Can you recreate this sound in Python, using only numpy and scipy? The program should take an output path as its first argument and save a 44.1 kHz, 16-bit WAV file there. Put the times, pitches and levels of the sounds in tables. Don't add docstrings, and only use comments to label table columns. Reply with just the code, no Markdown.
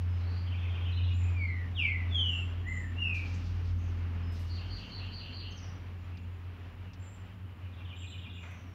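import sys
import numpy as np
from scipy import signal
from scipy.fft import rfft, irfft, next_fast_len
from scipy.io import wavfile
from scipy.ndimage import uniform_filter1d

SR = 44100
rng = np.random.default_rng(int(sys.argv[2]) if len(sys.argv) > 2 else 0)


def to_wav(s):
    ch = np.atleast_2d(s).T
    pcm = np.round(np.clip(ch, -1, 1) * 32767)
    wavfile.write(sys.argv[1], SR, pcm.astype(np.int16))


N = 385434

# start_s, rumble_db, hiss_db
AIR_LEVELS = [(0.0, -58, -59.5), (0.61, -55, -58.5), (1.38, -55, -60), (2.8, -53.5, -59.5),
              (4.26, -53, -59.5), (6.96, -61.5, -63), (8.74, -60, -63.5)]
# freq_hz, density_db_per_hz
RUMBLE_SPECTRUM = [(65, -33.5), (110, -8.5), (119, -4), (178, -9), (265, -7), (335, -16.5), (398, -20.5),
                   (600, -39.5), (780, -66), (1320, -120)]
HISS_SPECTRUM = [(250, -32.5), (390, 0), (580, -4.5), (1200, -4), (1500, -6), (2900, -8), (3600, -17.5),
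                 (4500, -23), (6000, -28.5), (7400, -44), (8200, -54.5)]
# freq_hz, density_db_per_hz
SELF_NOISE_SPECTRUM = [(4000, -16.5), (7000, -4), (8200, -3.5), (11000, 0.5), (15700, 1), (17000, 9)]
DEEP_DB, SELF_NOISE_DB = -54.5, -79.5
# centre_hz, width_hz, level_db, throb_rate_hz
INSECT_BANDS = [(7040, 220, -90, 9.), (4840, 130, -103.5, 6.6)]
# start_s, level_db, fade_db_per_s
LEAF_SHAKES = [(3.14, -59, 20), (4.33, -64, 14.5)]
LEAVES_DB, LEAVES_FADE_DB_PER_S, SHAKE_RISE_S = -73.5, 2.8, 0.017

# time_s, pitch_hz, level_db
HUM_TRACK = [(0.0, 87.93, -30), (2.65, 87.8, -33.5), (3.75, 87.5, -32), (4.5, 86.97, -37),
             (4.77, 90.64, -43), (4.92, 90, -63), (5.01, 92, -37.5), (5.14, 89.63, -46), (6.28, 87.67, -40),
             (7.23, 88.96, -54.5), (7.52, 88.66, -44), (8.74, 87.3, -45.5)]
# pitch_hz, level_db
SIDE_TONES_HZ_DB = [(93.5, -53.5), (103, -54.5)]
HUM_OCTAVE_DB = -61
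ENGINE_HZ, ENGINE_SAG_HZ_PER_S, ENGINE_DB = 47.3, .9, -44.5
NEAREST_S, PASS_S, STOP_S = 3.7, 1.51, 7.55
SURGE_AT_S, SURGE_EVERY_S, SURGE_HZ, SURGE_DB = 3.68, .98, 4, 3

# start_s, start_level_db, t60_s, low_hz, high_hz
RUSTLE_BURSTS = [(1.79, -79, 0.54, 4000, 15200), (3.142, -61, 0.3, 2960, 7200),
                 (3.145, -75, 0.59, 7000, 15000), (3.339, -59, 0.25, 4000, 7500),
                 (4.319, -68, .5, 1505, 15120), (4.39, -68, .5, 4000, 15500),
                 (6.172, -54, 0.044, 2480, 5400), (6.933, -56.5, 0.089, 2520, 6100),
                 (8.43, -52.5, 1, 497, 2950), (8.509, -73, 0.18, 5000, 15000)]

# offset_s, pitch_ratio, level_db
CHIP_SHAPE = [(0, .98, -20), (.003, 1.0, -4), (.009, .9, -1), (.017, .82, 0), (.022, .75, -25)]
ARCH_SHAPE = [(0, .86, -20), (.006, .91, -4), (.022, 1.0, 0), (.032, .96, 0), (.043, .79, -1),
              (.053, .97, -2), (.06, 1.0, -25)]
WARBLE_SHAPE = [(0, .9, -16), (.008, .97, -5), (.02, 1.03, 0), (.045, 1.01, -1), (.065, .96, -5),
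                (.078, .9, -20)]
DIP_SHAPE = [(0, 1.32, -10), (.008, 1.22, -4), (.018, 1.04, -3), (.032, .9, -1), (.055, .97, 0),
             (.085, 1.05, -3), (.105, 1.02, -20)]
CRY_SHAPE = [(0, .995, -20), (.015, 1.0, -2), (.035, 1.01, 0), (.05, 1.05, -3), (.058, 1.1, -16),
             (.066, 1.14, -16), (.085, 1.15, -30)]
PEEP_SHAPE = [(0, 1.015, -20), (.015, 1.01, 0), (.06, .99, 0), (.08, .985, -25)]
TICK_SHAPE = [(0, 1.0, -20), (.004, 1.0, 0), (.011, .99, 0), (.016, .92, -3), (.024, .77, -4),
              (.028, .75, -25)]
# start_s, pitch_hz, level_db
LONE_ARCHES = [(1.171, 2626, -55.5), (1.233, 2607, -54), (6.12, 2840, -60), (6.831, 2985, -62.5),
               (7.009, 3300, -78), (7.25, 3120, -66), (7.45, 3170, -68), (7.619, 3085, -61),
               (8.4, 2508, -56), (8.48, 2520, -57)]
LONE_WARBLES = [(3.769, 6250, -68.5), (4.81, 6120, -73), (8.4, 5980, -70), (8.499, 5960, -68)]
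CRY_NOTES = [(1.126, 7050, -61.5), (2.276, 7140, -61), (2.664, 7070, -57.5), (6.988, 7210, -60.5),
             (7.955, 7240, -58), (8.325, 7090, -69)]
PEEP_NOTES = [(.08, 5080, -70.5), (4.22, 5130, -66), (4.38, 2870, -61), (5.16, 5950, -78),
              (7.449, 1206, -68), (7.75, 1143, -65), (8.65, 5590, -72)]
TICK_NOTES = [(5.505, 6360, -57), (5.571, 5860, -52.5)]
# start_s, chip_hz, arch_hz, arch_level_db
TRILL_SYLLABLES = [
    [(.465, 3500, 2820, -49), (.58, 3660, 2644, -50), (.695, 3720, 2805, -48.5), (.805, 3730, 3040, -47),
     (.92, 4150, 3020, -48), (1.03, 4050, 2970, -48)],
    [(7.73, 3890, 2857, -58.5), (7.846, 3706, 2950, -52.5), (7.96, 3770, 2980, -51),
     (8.065, 3980, 3030, -50.5), (8.181, 3842, 2920, -51), (8.295, 3910, 2975, -50.5)],
]
TRILL_DIRECT_DB = [-3.5, -4]
TRILL_CHIP_DB = [1.5, 3]
ARCH_AFTER_S = .039
PITCH_JITTER = .025
# start_s, warble_hz, warble_level_db
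SEESAW_SYLLABLES = [(4.485, 4390, -49.5), (4.689, 4430, -47), (4.9, 4280, -46.5), (5.112, 4384, -45.5),
                    (5.32, 4365, -46)]
DIP_AFTER_S, DIP_HZ, DIP_UNDER_DB = 0.077, 2982, 2.5
# time_s, pitch_hz, level_db
SWELL_TRACK = [(0.119, 3930, -75), (.24, 4210, -63), (.38, 4550, -58), (.44, 4580, -81)]

# start_s, end_s, scoop_s, top_hz, rest_hz (before slide), sag_s,
# attack_s, hold_s, fade_db_per_s, level_db, octave_db (relative to the note)
WHISTLE_CALLS = [(1.335, 1.64, 0, 2510, 2073, 0.17, 0.059, 0.07, 100.5, -41, -27),
                 (1.747, 2.01, 0.0068, 3770, 2240, 0.04, 0.05, 0.041, 120, -31, -37),
                 (2.088, 2.371, 0.00032, 3663, 2896, .15, 0.072, 0.051, 45.5, -32, -37),
                 (2.628, 2.88, .07, 2103, 1843, .18, .06, 0.014, 100, -40, -35),
                 (2.949, 3.221, 0.053, 2887, 2436, 0.14, 0.076, 0.018, 66, -32.5, -38.5)]
SCOOP_HZ_PER_S, SLIDE_HZ_PER_S = 5400, 1300
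ONSET_DB, RELEASE_S, RELEASE_DB, TWELFTH_DB = -30, .025, -30, -50

# first_fade_db_per_s, until_s, extra_fade_db_per_s, late_db, late_fade_db_per_s
NEAR_SCATTER = (80, .1, 200, -18, 42)
FAR_SCATTER = (3.5, 0.11, 129.5, -11.5, 61)
SONG_SCATTER = (0, .04, 130, -11, 55)
TRILL_SCATTER = (0, .015, 190, -13, 50)

CUTOFF_HZ = 15700


def from_db(db):
    return 10 ** (np.asarray(db) / 20)


def rms_one(x):
    return x / np.sqrt(np.mean(x ** 2) + 1e-20)


def in_time(rows):
    time_s, *columns = np.transpose(rows)
    return [np.interp(np.arange(N) / SR, time_s, column) for column in columns]


def drift(rate_hz):
    pole = np.exp(-80 * np.pi * rate_hz / SR)
    noise = rng.standard_normal(N // 40 + 4002)
    slow = signal.lfilter([1], [1, -2 * pole, pole * pole], noise)[4000:]
    return np.interp(np.arange(N) / 40, np.arange(len(slow)), rms_one(slow - slow.mean()))


def band(x, low_hz, high_hz):
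    return signal.sosfilt(signal.butter(2, [low_hz, high_hz], "band", fs=SR, output="sos"), x)


def steep_band_noise(samples, low_hz, high_hz):
    once = band(rng.standard_normal(samples), low_hz, high_hz)
    return rms_one(band(once, low_hz, high_hz))


def coloured(spectrum):
    hz, db = np.transpose(spectrum)
    size = next_fast_len(N)
    log_hz = np.log(np.fft.rfftfreq(size, 1 / SR) + 1)
    shape_db = np.interp(log_hz, np.log(hz), db, left=-90, right=-90)
    return rms_one(irfft(rfft(rng.standard_normal(size)) * from_db(shape_db), size)[:N])


def tone(hz, db):
    phase = 2 * np.pi * np.cumsum(hz) / SR + rng.uniform(0, 2 * np.pi)
    return np.sqrt(2) * from_db(db) * np.sin(phase)


def add_note(out, rows, vibrato=0., vibrato_hz=0., overtones_db=()):
    time_s, hz, db = np.transpose(rows)
    at = np.arange(int(time_s[0] * SR), min(int(time_s[-1] * SR), N))
    t = at / SR
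    hz, db = np.interp(t, time_s, hz), np.interp(t, time_s, db)
    hz = uniform_filter1d(hz, size=200) * (1 + vibrato * np.sin(2 * np.pi * vibrato_hz * t))
    before_peak = np.arange(len(db)) < np.argmax(db)
    effort_db = (db - db.max()) * before_peak
    out[at] += tone(hz, db)
    for k, overtone_db in enumerate(overtones_db):
        out[at] += tone((k + 2) * hz, db + effort_db + overtone_db)


def notes(shape, table, vibrato=0., vibrato_hz=0., jitter=0.):
    out = np.zeros(N)
    for start_s, hz, db in table:
        rows = np.array(shape) * [1, hz, 1] + [start_s, 0, db]
        rows[:, 1] *= 1 + jitter * rng.standard_normal(len(rows))
        add_note(out, rows, vibrato, vibrato_hz)
    return out


def garden(x, direct_db, scatter):
    first_db, until_s, extra_db, late_db, late_fade_db = scatter
    t = np.arange(int(.7 * SR)) / SR
    clumps_db = 2.5 * drift(60)[:len(t)]
    early = from_db(-first_db * t - extra_db * np.maximum(t - until_s, 0))
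    late = from_db(late_db - late_fade_db * t)
    tail = rng.standard_normal(len(t)) * (early + late) * from_db(clumps_db)
    tail = tail / np.sqrt(np.sum(tail ** 2))
    return from_db(direct_db) * x + signal.fftconvolve(x, tail)[:len(x)]


def leaves():
    t = np.arange(N) / SR
    level = from_db(LEAVES_DB - LEAVES_FADE_DB_PER_S * t)
    for start_s, db, fade_db in LEAF_SHAKES:
        rise = np.clip((t - start_s) / SHAKE_RISE_S, 0, 1)
        level += from_db(db - fade_db * np.abs(t - start_s)) * rise
    return level * from_db(2.4 * drift(10.0)) * steep_band_noise(N, 2600, 6100)


def insects():
    out = np.zeros(N)
    for hz, width_hz, db, throb_hz in INSECT_BANDS:
        noise = band(rng.standard_normal(N), hz - width_hz / 2, hz + width_hz / 2)
        out += from_db(db + 3.2 * drift(throb_hz)) * rms_one(noise)
    return out


def air():
    rumble_db, hiss_db = in_time(AIR_LEVELS)
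    out = from_db(DEEP_DB) * steep_band_noise(N, 47, 115)
    out += from_db(rumble_db + 4.0) * coloured(RUMBLE_SPECTRUM)
    out += from_db(hiss_db + 4.5 + 1.2 * drift(4.6)) * coloured(HISS_SPECTRUM)
    out += from_db(SELF_NOISE_DB) * coloured(SELF_NOISE_SPECTRUM)
    return out + leaves() + insects()


def engine():
    t = np.arange(N) / SR
    near = 1 / (1 + ((t - NEAREST_S) / PASS_S) ** 2)
    surge = near * np.cos(2 * np.pi * (t - SURGE_AT_S) / SURGE_EVERY_S)
    hz = ENGINE_HZ - ENGINE_SAG_HZ_PER_S * (t - NEAREST_S) + SURGE_HZ * surge
    stop = np.clip((STOP_S - t) * 10, 0, 1)
    return near * stop * tone(hz, ENGINE_DB + SURGE_DB * surge + 2.6 * drift(6.3))


def machines():
    hz, db = in_time(HUM_TRACK)
    hz = hz + .5 * drift(1.45)
    out = tone(hz, db + 1.62 * drift(0.99))
    out += tone(2 * hz, HUM_OCTAVE_DB + 3.7 * drift(2.5))
    for side_hz, side_db in SIDE_TONES_HZ_DB:
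        out += tone(side_hz + 0.29 * drift(0.66), side_db + 3.0 * drift(0.86))
    return out + engine()


def rustles():
    out, t = np.zeros(N + SR), np.arange(SR // 2) / SR
    for start_s, db, t60_s, low_hz, high_hz in RUSTLE_BURSTS:
        burst = steep_band_noise(len(t), low_hz, high_hz)
        level = from_db(db - 60 * t / t60_s) * np.minimum(t / 0.00099, 1)
        out[int(start_s * SR):][:len(t)] += burst * level
    return out[:N]


def trills():
    out = garden(notes(ARCH_SHAPE, LONE_ARCHES, jitter=PITCH_JITTER), -5, TRILL_SCATTER)
    for rows, direct_db, chip_db in zip(TRILL_SYLLABLES, TRILL_DIRECT_DB, TRILL_CHIP_DB):
        chip_rows = [(s, hz, db + chip_db) for s, hz, _, db in rows]
        arch_rows = [(s + ARCH_AFTER_S, hz, db) for s, _, hz, db in rows]
        chips = notes(CHIP_SHAPE, chip_rows, jitter=PITCH_JITTER)
        arches = notes(ARCH_SHAPE, arch_rows, jitter=PITCH_JITTER)
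        out += garden(chips, direct_db - 4, SONG_SCATTER)
        out += garden(arches, direct_db, TRILL_SCATTER)
    return out


def seesaw_song():
    dips = [(s + DIP_AFTER_S, DIP_HZ, db - DIP_UNDER_DB) for s, _, db in SEESAW_SYLLABLES]
    song = notes(WARBLE_SHAPE, SEESAW_SYLLABLES + LONE_WARBLES, vibrato=.055, vibrato_hz=75)
    song += notes(DIP_SHAPE, dips, vibrato=.06, vibrato_hz=90, jitter=PITCH_JITTER)
    add_note(song, SWELL_TRACK, vibrato=.07, vibrato_hz=45)
    return garden(song, -7, SONG_SCATTER)


def thin_calls():
    thin = notes(CRY_SHAPE, CRY_NOTES) + notes(PEEP_SHAPE, PEEP_NOTES)
    thin += notes(TICK_SHAPE, TICK_NOTES)
    return garden(thin, -7, FAR_SCATTER)


def far_calls():
    return trills() + seesaw_song() + thin_calls()


def whistles():
    out = np.zeros(N)
    for (start_s, end_s, scoop_s, top_hz, rest_hz, sag_s,
         attack_s, hold_s, fade_db, peak_db, octave_db) in WHISTLE_CALLS:
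        t = np.linspace(0, end_s - start_s, 100)
        rising_hz = top_hz - SCOOP_HZ_PER_S * (scoop_s - t)
        sag_hz = (top_hz - rest_hz) * np.exp((scoop_s - t) / sag_s)
        falling_hz = rest_hz + sag_hz - SLIDE_HZ_PER_S * (t - scoop_s)
        hz = np.where(t < scoop_s, rising_hz, falling_hz)
        db = peak_db + ONSET_DB * np.maximum(1 - t / attack_s, 0) ** 2
        db = db - fade_db * np.maximum(t - attack_s - hold_s, 0)
        db = db + RELEASE_DB * np.maximum(1 - (end_s - start_s - t) / RELEASE_S, 0)
        call = np.zeros(N)
        add_note(call, np.transpose([start_s + t, hz, db]), overtones_db=(octave_db, TWELFTH_DB))
        out += garden(call, -4, NEAR_SCATTER)
    return out


def scene():
    return (air() + machines() + rustles() + far_calls() + whistles())[None]


def record(dry):
    dry = signal.sosfilt(signal.butter(4, 38, "high", fs=SR, output="sos"), dry)
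    return signal.sosfilt(signal.ellip(12, .5, 70, CUTOFF_HZ, fs=SR, output="sos"), dry)


dry = scene()
out = record(dry)
to_wav(out)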